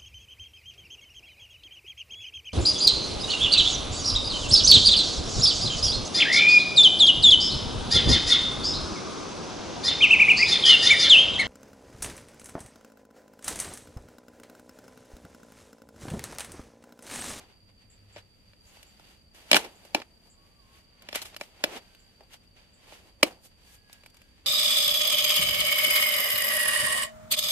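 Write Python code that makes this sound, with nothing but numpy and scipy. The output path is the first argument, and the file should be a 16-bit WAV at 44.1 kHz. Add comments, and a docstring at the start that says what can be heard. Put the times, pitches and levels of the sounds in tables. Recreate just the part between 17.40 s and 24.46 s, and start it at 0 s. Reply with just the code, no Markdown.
"""Breaking an old plant pot

A hand pries the brittle wall off an old plastic plant pot in a walled yard. The wall snaps in short
running cracks, built from decaying tones and noise; fingers and roots rub along it as grit and hiss.
Crickets hiss in a narrow band, a small bird chips in bursts of buzz, a far bird whistles a wavering
near sine, and traffic rumbles as coloured noise with a far engine's hum."""
import sys
import numpy as np
from scipy import signal
from scipy.fft import rfft, irfft, next_fast_len
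from scipy.io import wavfile
from scipy.ndimage import uniform_filter1d

SR = 44100
rng = np.random.default_rng(int(sys.argv[2]) if len(sys.argv) > 2 else 0)


def linear_from_db(decibels):
    """Turn decibels (scalar or array-like) into linear amplitude factors; 0 gives 1."""
    return 10 ** (np.asarray(decibels, float) / 20)


def wav_record(signal):
    """Record a signal, one row per channel, as 16-bit PCM in the file named by sys.argv[1]."""
    frames = np.transpose(np.atleast_2d(signal))
    bounded = np.clip(frames, -1, 1)
    # unit amplitude maps onto the largest positive 16-bit level
    quanta = np.round(bounded * 32767).astype(np.int16)
    wavfile.write(sys.argv[1], SR, quanta)


N = 311346  # length in samples

# traffic and air, loudness over pitch before YARD_DB sets the level: pitch_hz, density_db (per Hz)
YARD_COLOUR = [(15, -35.5), (25, -0.5), (50, 0.5), (92, -2), (144, -10), (193, -5.5), (346, -16.5),
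               (529, -16.5), (747, -23.5), (1490, -29.5), (2890, -26.5), (4190, -35), (5600, -38),
               (8000, -36.5), (14200, -40.5)]
# how alike the yard noise is left and right: pitch_hz, likeness (0 to 1)
YARD_LIKENESS = [(60, .75), (150, 0.62), (380, 0.44), (950, 0.01)]
# far engine near 100 Hz: time_s, level_db
ENGINE_HUM = [(0, -71), (.3, -61.5), (.8, -60.5), (1.0, -71), (1.301, -70), (1.899, -80), (3.499, -80.5),
              (3.799, -63.5), (4.102, -80), (7.06, -78)]
# strokes of fingers and roots along the wall:
# peak_s, level_db, swell_ms, fade_ms, dull_db (against level_db), bright_db (against level_db)
RUB_STROKES = [(0.01, -56.5, 50, 125, 0, -10.5), (0.101, -62, 30, 120, -1, -14),
               (0.30, -62.5, 33, 14, -4, -14), (0.42, -63.5, 80, 86, -13, -15),
               (0.504, -68, 12, 780, -13, -10), (0.70, -64, 40, 270, -15, -14),
               (0.786, -48, 50, 32, -6, -17), (1.10, -69, 350, 140, -21, -7.5),
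               (1.28, -66.5, 110, 370, -3.5, 2), (1.36, -59, 150, 330, -8.5, -6.5),
               (1.71, -60, 400, 150, -7.5, -6.5), (1.951, -56, 21, 560, -7.5, -5),
               (2.109, -48, 65, 4.9, -5, -8), (2.157, -20.5, 9, 33, 0.5, -6.5),
               (2.168, -18.5, 17, 13, -20, -5), (2.191, -39, 6, 89, -1.5, -7),
               (2.254, -46.5, 60, 57, 3.5, -11.5), (2.31, -65.5, 30, 840, 4, -2),
               (2.454, -61, 130, 230, -3, -4), (2.54, -63, 35, 6.5, 2, -5.5),
               (2.566, -41.5, 10, 56, 3, -14.5), (2.622, -48.5, 25, 11, -0.5, -26),
               (2.874, -66.5, 95, 49, 2, -0.5), (3.07, -70.5, 300, 220, 0, -3),
               (3.385, -62, 310, 100, -6, -5), (3.54, -86, 280, 180, -13, -8),
               (3.62, -69.5, 20, 360, 6, -28), (3.698, -69, 30, 12, -21, -1), (3.724, -56, 25, 12, -12, -4),
               (3.75, -29.5, 7, 62, -20, -9.5), (3.814, -50.5, 300, 18, -19, -18.5),
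               (3.825, -44, 10, 21, -5, 4), (3.855, -47, 10, 68, -10, -1), (3.939, -56, 300, 10, -7, -16),
               (3.946, -43.5, 8, 8, -7, -19), (3.972, -59.5, 30, 22, -1, 2),
               (4.002, -55.5, 10, 120, -2.5, -1.5), (4.04, -57.5, 60, 56, -14, -1.5),
               (4.134, -70, 600, 740, -14, -10), (4.224, -81.5, 300, 13, 0, -17),
               (4.258, -50.5, 10, 160, 6, -10), (4.33, -51.5, 51, 62, 5, -11),
               (4.375, -42, 210, 29, -1.5, -11), (4.42, -63.5, 40, 1000, -10.5, -7),
               (4.554, -81, 300, 56, -19.5, 1), (4.726, -77.5, 54, 110, -7, -11),
               (4.81, -71, 28, 62, 14, -6), (4.941, -47.5, 45, 31, -16, -6.5),
               (5.038, -66.5, 50, 70, -10, -8), (5.168, -57.5, 19, 185, -9, -15),
               (5.435, -65, 220, 200, -21.5, -32), (5.536, -52.5, 180, 145, -4.5, -7),
               (5.672, -62.5, 120, 117, 1, -4), (5.814, -65.5, 35, 8.8, 7.5, 0.5),
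               (5.868, -45.5, 27, 51, 8, -2), (5.91, -57.5, 20, 103, 5.5, -5.5),
               (6.058, -62, 46, 35, 1.5, 12), (6.12, -65.5, 40, 55, -13, -20),
               (6.185, -66, 25, 400, -6, -20.5), (6.275, -63, 73, 200, -12.5, -1),
               (6.35, -62, 170, 42, -13, 5), (6.538, -60, 120, 140, -15, -6.5),
               (6.668, -67, 300, 140, -4, -5), (6.748, -65.5, 36, 820, -23, -8),
               (6.984, -64, 47, 99, -14, -19.5), (7.055, -60, 23, 37, -5, -14)]
# tone of the rubbing, before each part is set to its own level: pitch_hz, density_db (per Hz)
RUB_TONE = [(200, 4), (535, 1.5), (830, 0.5), (1200, -5), (1800, -2), (2900, 0.5), (4500, -7.5),
            (6000, -8.5), (9000, -9.5), (14000, -10)]
# small bird: start_s, level_db (peak), pitch_hz
BIRD_CHIPS = [(0.4997, -51.5, 7500), (0.725, -53, 7360), (1.266, -53, 7000), (1.466, -54.5, 7300),
              (2.352, -53, 7250), (2.8975, -50.5, 7430), (4.593, -55, 7300), (5.3328, -55.5, 7560)]
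# cracks: start_s, level_db, flex_db and fizz_db (against level_db; snaps() adds an offset to each),
# flex_hz and ring_hz (centres of the low and the high modes that are picked)
CRACKS = [(0.7606, -35.5, -5, -45, 580, 2110), (0.7672, -34, -12, -28, 568, 1780),
          (1.133, -44.5, -20, -31, 576, 2100), (1.3688, -44, -9, -13, 886, 2340),
          (1.4284, -38.5, -22, -6, 552, 3030), (1.5955, -42.5, -9.5, -14, 999, 1200),
          (1.946, -47, -13, -2, 308, 2050), (2.1138, 0.5, -20, -17.5, 573, 2860),
          (2.1298, 1.5, -20, -23, 600, 2600), (2.1437, -1, -16.5, -35, 940, 2600),
          (2.1649, -4.5, -57, -36, 339, 1400), (2.246, -27.5, -14, -16, 880, 2050),
          (2.4496, -42, -8, -5, 247, 2820), (2.5465, -5, -11, -21, 1000, 2440),
          (2.5992, -31.5, -7, -21, 330, 1640), (2.6177, -27, -36, -28, 660, 1822),
          (3.6206, -40.5, -24, -4.5, 466, 2273), (3.687, -23.5, -19.5, -21, 590, 2420),
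          (3.7275, -22.5, -15.5, -17, 634, 2950), (3.7474, -33, -28, -17, 813, 3360),
          (3.7558, -17, -14.5, -5, 594, 2280), (3.8167, -25, -38, -8, 902, 3800),
          (3.8548, -32.5, -40, -13, 511, 3570), (3.9428, -44, -33, -16, 678, 2650),
          (3.9638, -24, -25, -12, 592, 2360), (4.0106, -19.5, -13.5, -22.5, 650, 2100),
          (4.0346, -38.5, -70, -18, 525, 3320), (4.2384, -5.5, -15, -16, 580, 2920),
          (4.5481, -42.5, -28, -10, 277, 3180), (4.8061, -44, -5, -22, 275, 1205),
          (4.8349, -54, -5, -9, 826, 1260), (5.5217, -38.5, -4, -24, 256, 2180),
          (5.8292, 2.5, -14.5, -16.5, 550, 2750), (6.4956, -43, -11.5, -23, 961, 1705),
          (6.5278, -41, -22, 1.5, 307, 3950), (6.635, -41.5, -17, -16.5, 600, 2260),
          (6.6601, -36, -17.5, -9.5, 999, 2020), (6.7, -55, -30, 1, 500, 3500),
          (6.7436, -49, -14, -3.5, 380, 2330), (6.7682, -47.5, -34, -4, 440, 2910),
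          (6.8166, -43, -25, -10.5, 298, 2440)]
# modes (natural tones) of the pot wall: pitch_hz, weight_db (before each crack picks), t60_s (60 dB fade)
WALL_MODES = [(311, -0.5, 0.056), (346, -7, 0.098), (465, -12, 0.027), (539.5, 3, 0.025), (600, 6.5, 0.028),
              (692.3, -4, 0.054), (770, -4, .035), (820, 9.5, 0.018), (1316, -6, .02), (1400, -11, 0.014),
              (1650, -3, 0.0041), (1930, -4, 0.012), (2360, 3.5, 0.0093), (2360, -4.5, 0.0043),
              (2857, 0, 0.0091), (2983, -2.5, 0.012), (3350, -4, .014), (3740, -5, 0.0047),
              (4230, -3.5, 0.004), (4130, 4, .012), (5128, -2.5, 0.023), (5200, -1, 0.0076)]
# far bird, one table a phrase: time_s, pitch_hz, level_db (pitch and level waver around these)
WHISTLE_PHRASES = [
    [(2.92, 1095, -81), (3.02, 1110, -71), (3.15, 1180, -79.5), (3.2, 1140, -68), (3.23, 1058, -72.5),
     (3.36, 1107, -67), (3.44, 1120, -79.5), (3.55, 1168, -75.5), (3.64, 1050, -70)],
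    [(4.42, 1600, -78), (4.5, 1575, -76.5), (4.68, 1555, -80), (4.75, 1600, -81)],
    [(6.27, 1690, -76.5), (6.31, 1655, -68.5), (6.43, 1664, -75), (6.5, 1650, -65), (6.62, 1637, -71.5),
     (6.65, 1620, -78.5)],
    [(6.7, 1628, -82), (6.83, 1605, -72), (6.96, 1650, -83)],
]

LEFT_LAG_S = 0.000098  # the pot sits nearer the right, so the left hears it late
LEFT_DB = -0.5         # the left channel against the right
YARD_DB = -61.5        # middle of the slowly drifting level


def rms_one(x):
    """Scales x to an average (rms) level of 1."""
    return x / np.sqrt(np.mean(x ** 2) + 1e-20)


def peak_one(x):
    """Scales x so that its highest peak is 1."""
    return x / (np.abs(x).max() + 1e-12)


def at_hz(points, hz):
    """Reads a table over pitch, with pitch on a log scale."""
    table_hz, value = np.array(points).T
    return np.interp(np.log(hz), np.log(table_hz), value)


def band(x, low_hz, high_hz, order=2):
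    """Keeps the pitches between two edges."""
    return signal.sosfilt(signal.butter(order, [low_hz, high_hz], "band", fs=SR, output="sos"), x)


def coloured(x, spectrum):
    """Weighs the pitches of x by a table in dB; the last weight is held above 14 kHz."""
    size = next_fast_len(x.shape[-1])
    hz = np.clip(np.fft.rfftfreq(size, 1 / SR), 1, 14000)
    weighed = rfft(x, size) * linear_from_db(at_hz(spectrum, hz))
    return irfft(weighed, size)[..., :x.shape[-1]]


def drift(rate_hz):
    """Slow random wandering around 0 with a spread of 1."""
    r = np.exp(-80 * np.pi * rate_hz / SR)  # made at 1/40 of the sample rate
    slow = signal.lfilter([1], [1, -2 * r, r * r], rng.standard_normal(N // 40 + 2002))
    slow = rms_one(slow[2000:])  # skip the start-up of the filter
    return np.interp(np.arange(N) / 40, np.arange(len(slow)), slow)


def left_right(shared, own, alike):
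    """Mixes a shared sound, late on the left, with a separate sound for each side."""
    i = np.arange(shared.shape[-1])
    late = np.interp(i - LEFT_LAG_S * SR, i, shared)
    return np.sqrt(alike) * np.array([late, shared]) + np.sqrt(1 - alike) * own


def traffic_and_air():
    """Coloured noise, most alike left and right in the bass: a middle part plus a side part."""
    mid, side = coloured(rng.standard_normal((2, N)), YARD_COLOUR)
    likeness = np.clip(YARD_LIKENESS, [1, 0], [SR, 0.99])
    side_db = [(hz, 10 * np.log10((1 - c) / (1 + c))) for hz, c in likeness]
    both = mid + coloured(side, side_db) * [[1], [-1]]
    return linear_from_db(YARD_DB + 0.14 * drift(6)) / np.std(mid) * both


def far_engine():
    """A hum made of noise in a very narrow low band, the same on both sides."""
    level_db = np.interp(np.arange(N) / SR, *np.transpose(ENGINE_HUM))
    return linear_from_db(level_db) * rms_one(band(rng.standard_normal(N), 96, 105))


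def crickets():
    """Many crickets blend into a narrow hiss whose level flickers."""
    centre_hz, width_hz, level_db = 4652, 170, -66.5
    noise = rng.standard_normal((2, N))
    hiss = rms_one(band(noise, centre_hz - width_hz / 2, centre_hz + width_hz / 2))
    return hiss * linear_from_db(level_db + 2.7 * drift(60))


def yard():
    """The steady background adds up traffic and air, a far engine and crickets."""
    return traffic_and_air() + far_engine() + crickets()


def stroke_gains():
    """Each stroke swells to its peak and fades; strokes add as power in the dull, middle and bright parts."""
    t = np.arange(0, N + 32, 32)[:, None] / SR
    peak_s, level_db, swell_ms, fade_ms, dull_db, bright_db = np.transpose(RUB_STROKES)
    time_ms = np.maximum(np.where(t < peak_s, swell_ms, fade_ms), 1)
    stroke_db = level_db - 20 * np.abs(t - peak_s) * 1000 / time_ms  # 20 dB in one swell or fade time
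    gains = []
    for part_db in (dull_db, 0, bright_db):
        total = np.sqrt(np.sum(linear_from_db(stroke_db + part_db) ** 2, axis=1))
        gains.append(np.interp(np.arange(N) / SR, t[:, 0], total))
    return gains


def rub():
    """Rubbing gives dense grit clicks over a smooth hiss, in a dull, a middle and a bright part."""
    clicks_per_s, click_db, hiss_level = 3000, 3.5, 0.9
    dull_gain, middle_gain, bright_gain = stroke_gains()
    hits = rng.random((3, N)) < clicks_per_s * linear_from_db(2.5 * drift(40)) / SR
    strength = linear_from_db(click_db * np.minimum(rng.exponential(1, (3, N)), 3.5))
    clicks = hits * strength * rng.choice([-1, 1], (3, N))
    grit = rms_one(clicks) + hiss_level * rng.standard_normal((3, N))
    dull = coloured(left_right(grit[0], grit[1:], alike=0.7), RUB_TONE)
    rest = coloured(left_right(grit[0], grit[1:], alike=0.13), RUB_TONE)
    # the middle part is turned over so that neighbours add at their common edges
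    parts = [(dull, 270, 1000, dull_gain), (-rest, 1000, 5300, middle_gain),
             (rest, 5300, 17000, bright_gain)]
    return sum(gain * rms_one(band(x, low_hz, high_hz)) for x, low_hz, high_hz, gain in parts)


def chips():
    """Each chip is a buzzy high note, made of band noise, that starts hard and dies in the yard."""
    length_s, width_hz = 0.053, 900
    t, out = np.arange(7000) / SR, np.zeros((2, N + 7000))
    shape = np.minimum(t / 0.0017, 1) * np.exp(-(t / length_s) ** 2)
    for start_s, level_db, pitch_hz in BIRD_CHIPS:
        noise = rng.standard_normal((2, len(t)))
        buzz = band(noise, pitch_hz - width_hz / 2, pitch_hz + width_hz / 2)
        i = round(start_s * SR)
        out[:, i:i + len(t)] += linear_from_db(level_db) * peak_one(buzz * shape)
    return out[:, :N]


def crack_run(t):
    """A crack creeps with growing noise before time 0, then runs in a short burst and dies away."""
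    run_s, creep = 0.002, linear_from_db(-20)  # the burst peaks after half of run_s
    after = np.maximum(t, 0)
    burst = after / run_s * np.exp(1 - 2 * after / run_s)
    return np.where(t < 0, creep * np.exp(t / 0.0011), burst + creep * np.exp(-after / run_s))


def mode_gains(level_db, flex_hz, ring_hz):
    """Where the wall breaks picks its modes; harder cracks swing the deepest modes more."""
    hz, weight_db, _ = np.array(WALL_MODES).T[:, :, None]
    low = hz < 1100
    width_octaves = np.where(low, 0.28, 0.33)
    apart = np.log2(hz / np.where(low, flex_hz, ring_hz)) / width_octaves
    picked = linear_from_db(weight_db) * (np.exp(-0.5 * apart ** 2) + 0.29)
    return picked * linear_from_db(0.96 * (level_db + 12.5) * np.log2(575 / np.minimum(hz, 575)))


def crack_ring(t, run, gains):
    """The running crack reaches the high modes one by one, and bare tearing noise joins them."""
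    creep_s, spread_s, bare_db = 0.000802, 0.0014, -6
    hz, _, t60_s = np.array(WALL_MODES).T[:, :, None]
    chance = rng.random((3, len(hz), 1))
    lag_s = np.array([LEFT_LAG_S, 0])[:, None, None]
    reached_s = creep_s + chance[0] ** 2 * spread_s + lag_s + 0.00014 * chance[1:]
    since = np.maximum(t - reached_s, 0)
    tones = np.sin(2 * np.pi * hz * since) * linear_from_db(-60 * since / t60_s)
    ring = np.sum(gains * (hz >= 1100) * tones, axis=1)
    noise = rng.standard_normal((3, len(t)))
    bare = band(left_right(noise[0], noise[1:], alike=0.56) * run, 500, 5000)
    return linear_from_db(-27) * (rms_one(ring) + linear_from_db(bare_db) * rms_one(bare))


def crack_flex(t, gains):
    """The freed wall flexes back: a short smooth push sets the low modes swinging."""
    flex_lag_s, push_s, swell_cycles, tilt_db = 0.002387, 0.00089, 0.24, 3.5
    hz, _, t60_s = np.array(WALL_MODES).T[:, :, None]
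    after = np.maximum(t, 0)
    swing = np.sin(2 * np.pi * hz * after) * linear_from_db(-60 * after / t60_s)
    swing = swing * (1 - np.exp(-hz * after / swell_cycles))
    start = np.argmax(t >= 0)
    push = np.exp(-((t[start:start + 400] - flex_lag_s) / push_s * 4) ** 2)[None]
    # neighbouring modes face different sides
    facing_db = tilt_db * (-1.) ** np.arange(len(hz)) * [[1], [-1]]
    low_modes = (gains * (hz < 1100)).T * linear_from_db(facing_db) @ swing
    return peak_one(signal.fftconvolve(push, low_modes, axes=1)[:, :len(t)])


def crack_fizz(t, run):
    """Bright noise follows the run of the crack and leaves a short fading tail."""
    run_s, t60_s = 0.002, 0.032
    after = np.maximum(t, 0)
    noise = rng.standard_normal((3, len(t)))
    fizz = band(left_right(noise[0], noise[1:], alike=0.14), 3100, 22000)
    tail = np.minimum(after / run_s, 1) * linear_from_db(-60 * after / t60_s)
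    return peak_one(fizz * (0.5 * run + tail))


def snaps():
    """Each crack adds ringing high modes, a flex on the low modes and fizz; paving sends it back once."""
    flex_offset_db, fizz_offset_db = 6.5, 6
    bounce_s, bounce_db = 0.0035, -6
    size, lead = 6000, 130  # samples in one crack, and before its time 0
    t, out = (np.arange(size) - lead) / SR, np.zeros((2, N + size))
    run = crack_run(t)
    for start_s, level_db, flex_db, fizz_db, flex_hz, ring_hz in CRACKS:
        gains = mode_gains(level_db, flex_hz, ring_hz)
        crack = crack_ring(t, run, gains)
        crack = crack + linear_from_db(flex_db + flex_offset_db) * crack_flex(t, gains)
        crack = crack + linear_from_db(fizz_db + fizz_offset_db) * crack_fizz(t, run)
        i = round(start_s * SR) - lead
        out[:, i:i + size] += linear_from_db(level_db) * crack
    # the cracks carry no deep bass
    out = signal.sosfilt(signal.butter(4, 215, "high", fs=SR, output="sos"), out)
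    bounce = np.pad(out, ((0, 0), (round(bounce_s * SR), 0)))[:, :N]
    return out[:, :N] + linear_from_db(bounce_db) * band(bounce, 1600, 7500, order=1)


def echoes(x):
    """Wall and paving send back a short dull wash of fading noise, different on each side."""
    t60_s = 0.082
    t = np.arange(12000) / SR
    noise = band(rng.standard_normal((2, len(t))), 200, 7000, order=1)
    wash = noise * linear_from_db(-60 * t / t60_s) * (t > 0.004)
    return signal.fftconvolve(x, wash / np.sqrt(np.sum(wash ** 2) / 2), axes=1)[:, :N]


def whistle():
    """A near sine that wavers on its way through the air, differently on each side."""
    t, rows = np.arange(N) / SR, np.concatenate(WHISTLE_PHRASES)
    inside = sum((t >= phrase[0][0]) & (t <= phrase[-1][0]) for phrase in WHISTLE_PHRASES) > 0
    inside = uniform_filter1d(inside * 1., size=130)  # soft edges
    pitch_hz = np.interp(t, rows[:, 0], rows[:, 1])
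    level_db = np.interp(t, rows[:, 0], rows[:, 2])
    phase = 2 * np.pi * np.cumsum(pitch_hz * (1 + 0.00437 * drift(19))) / SR
    sides = np.array([linear_from_db(0.99 * drift(2.3)) * np.sin(phase + turn) for turn in (0, 1.4)])
    return inside * linear_from_db(level_db) * sides * np.sqrt(2)


def scene():
    """Adds up all sounds; the cracks alone feed the echoes, and the right side is a touch louder."""
    echo_db = -21
    cracks = snaps()
    pot = rub() + cracks + linear_from_db(echo_db) * echoes(cracks)
    return linear_from_db([[LEFT_DB / 2], [-LEFT_DB / 2]]) * (yard() + pot + chips() + whistle())


def roll_off(x):
    """The treble ends steeply here."""
    return signal.sosfilt(signal.butter(12, 16380, fs=SR, output="sos"), x)


def record(dry):
    """The top of the range is cut steeply, so only the loudest cracks show there; high peaks are rounded."""
    cut = signal.sosfilt(signal.ellip(6, 1, 24, 14350, fs=SR, output="sos"), dry)
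    cut = signal.sosfilt(signal.butter(4, 15600, fs=SR, output="sos"), cut)
    over = np.maximum(np.abs(cut) - 0.6, 0)  # rounding begins at 0.6 of full scale
    rounded = cut - np.sign(cut) * (over - 0.33 * np.tanh(over / 0.33))
    return roll_off(rounded)


dry = scene()
out = record(dry)
wav_record(out)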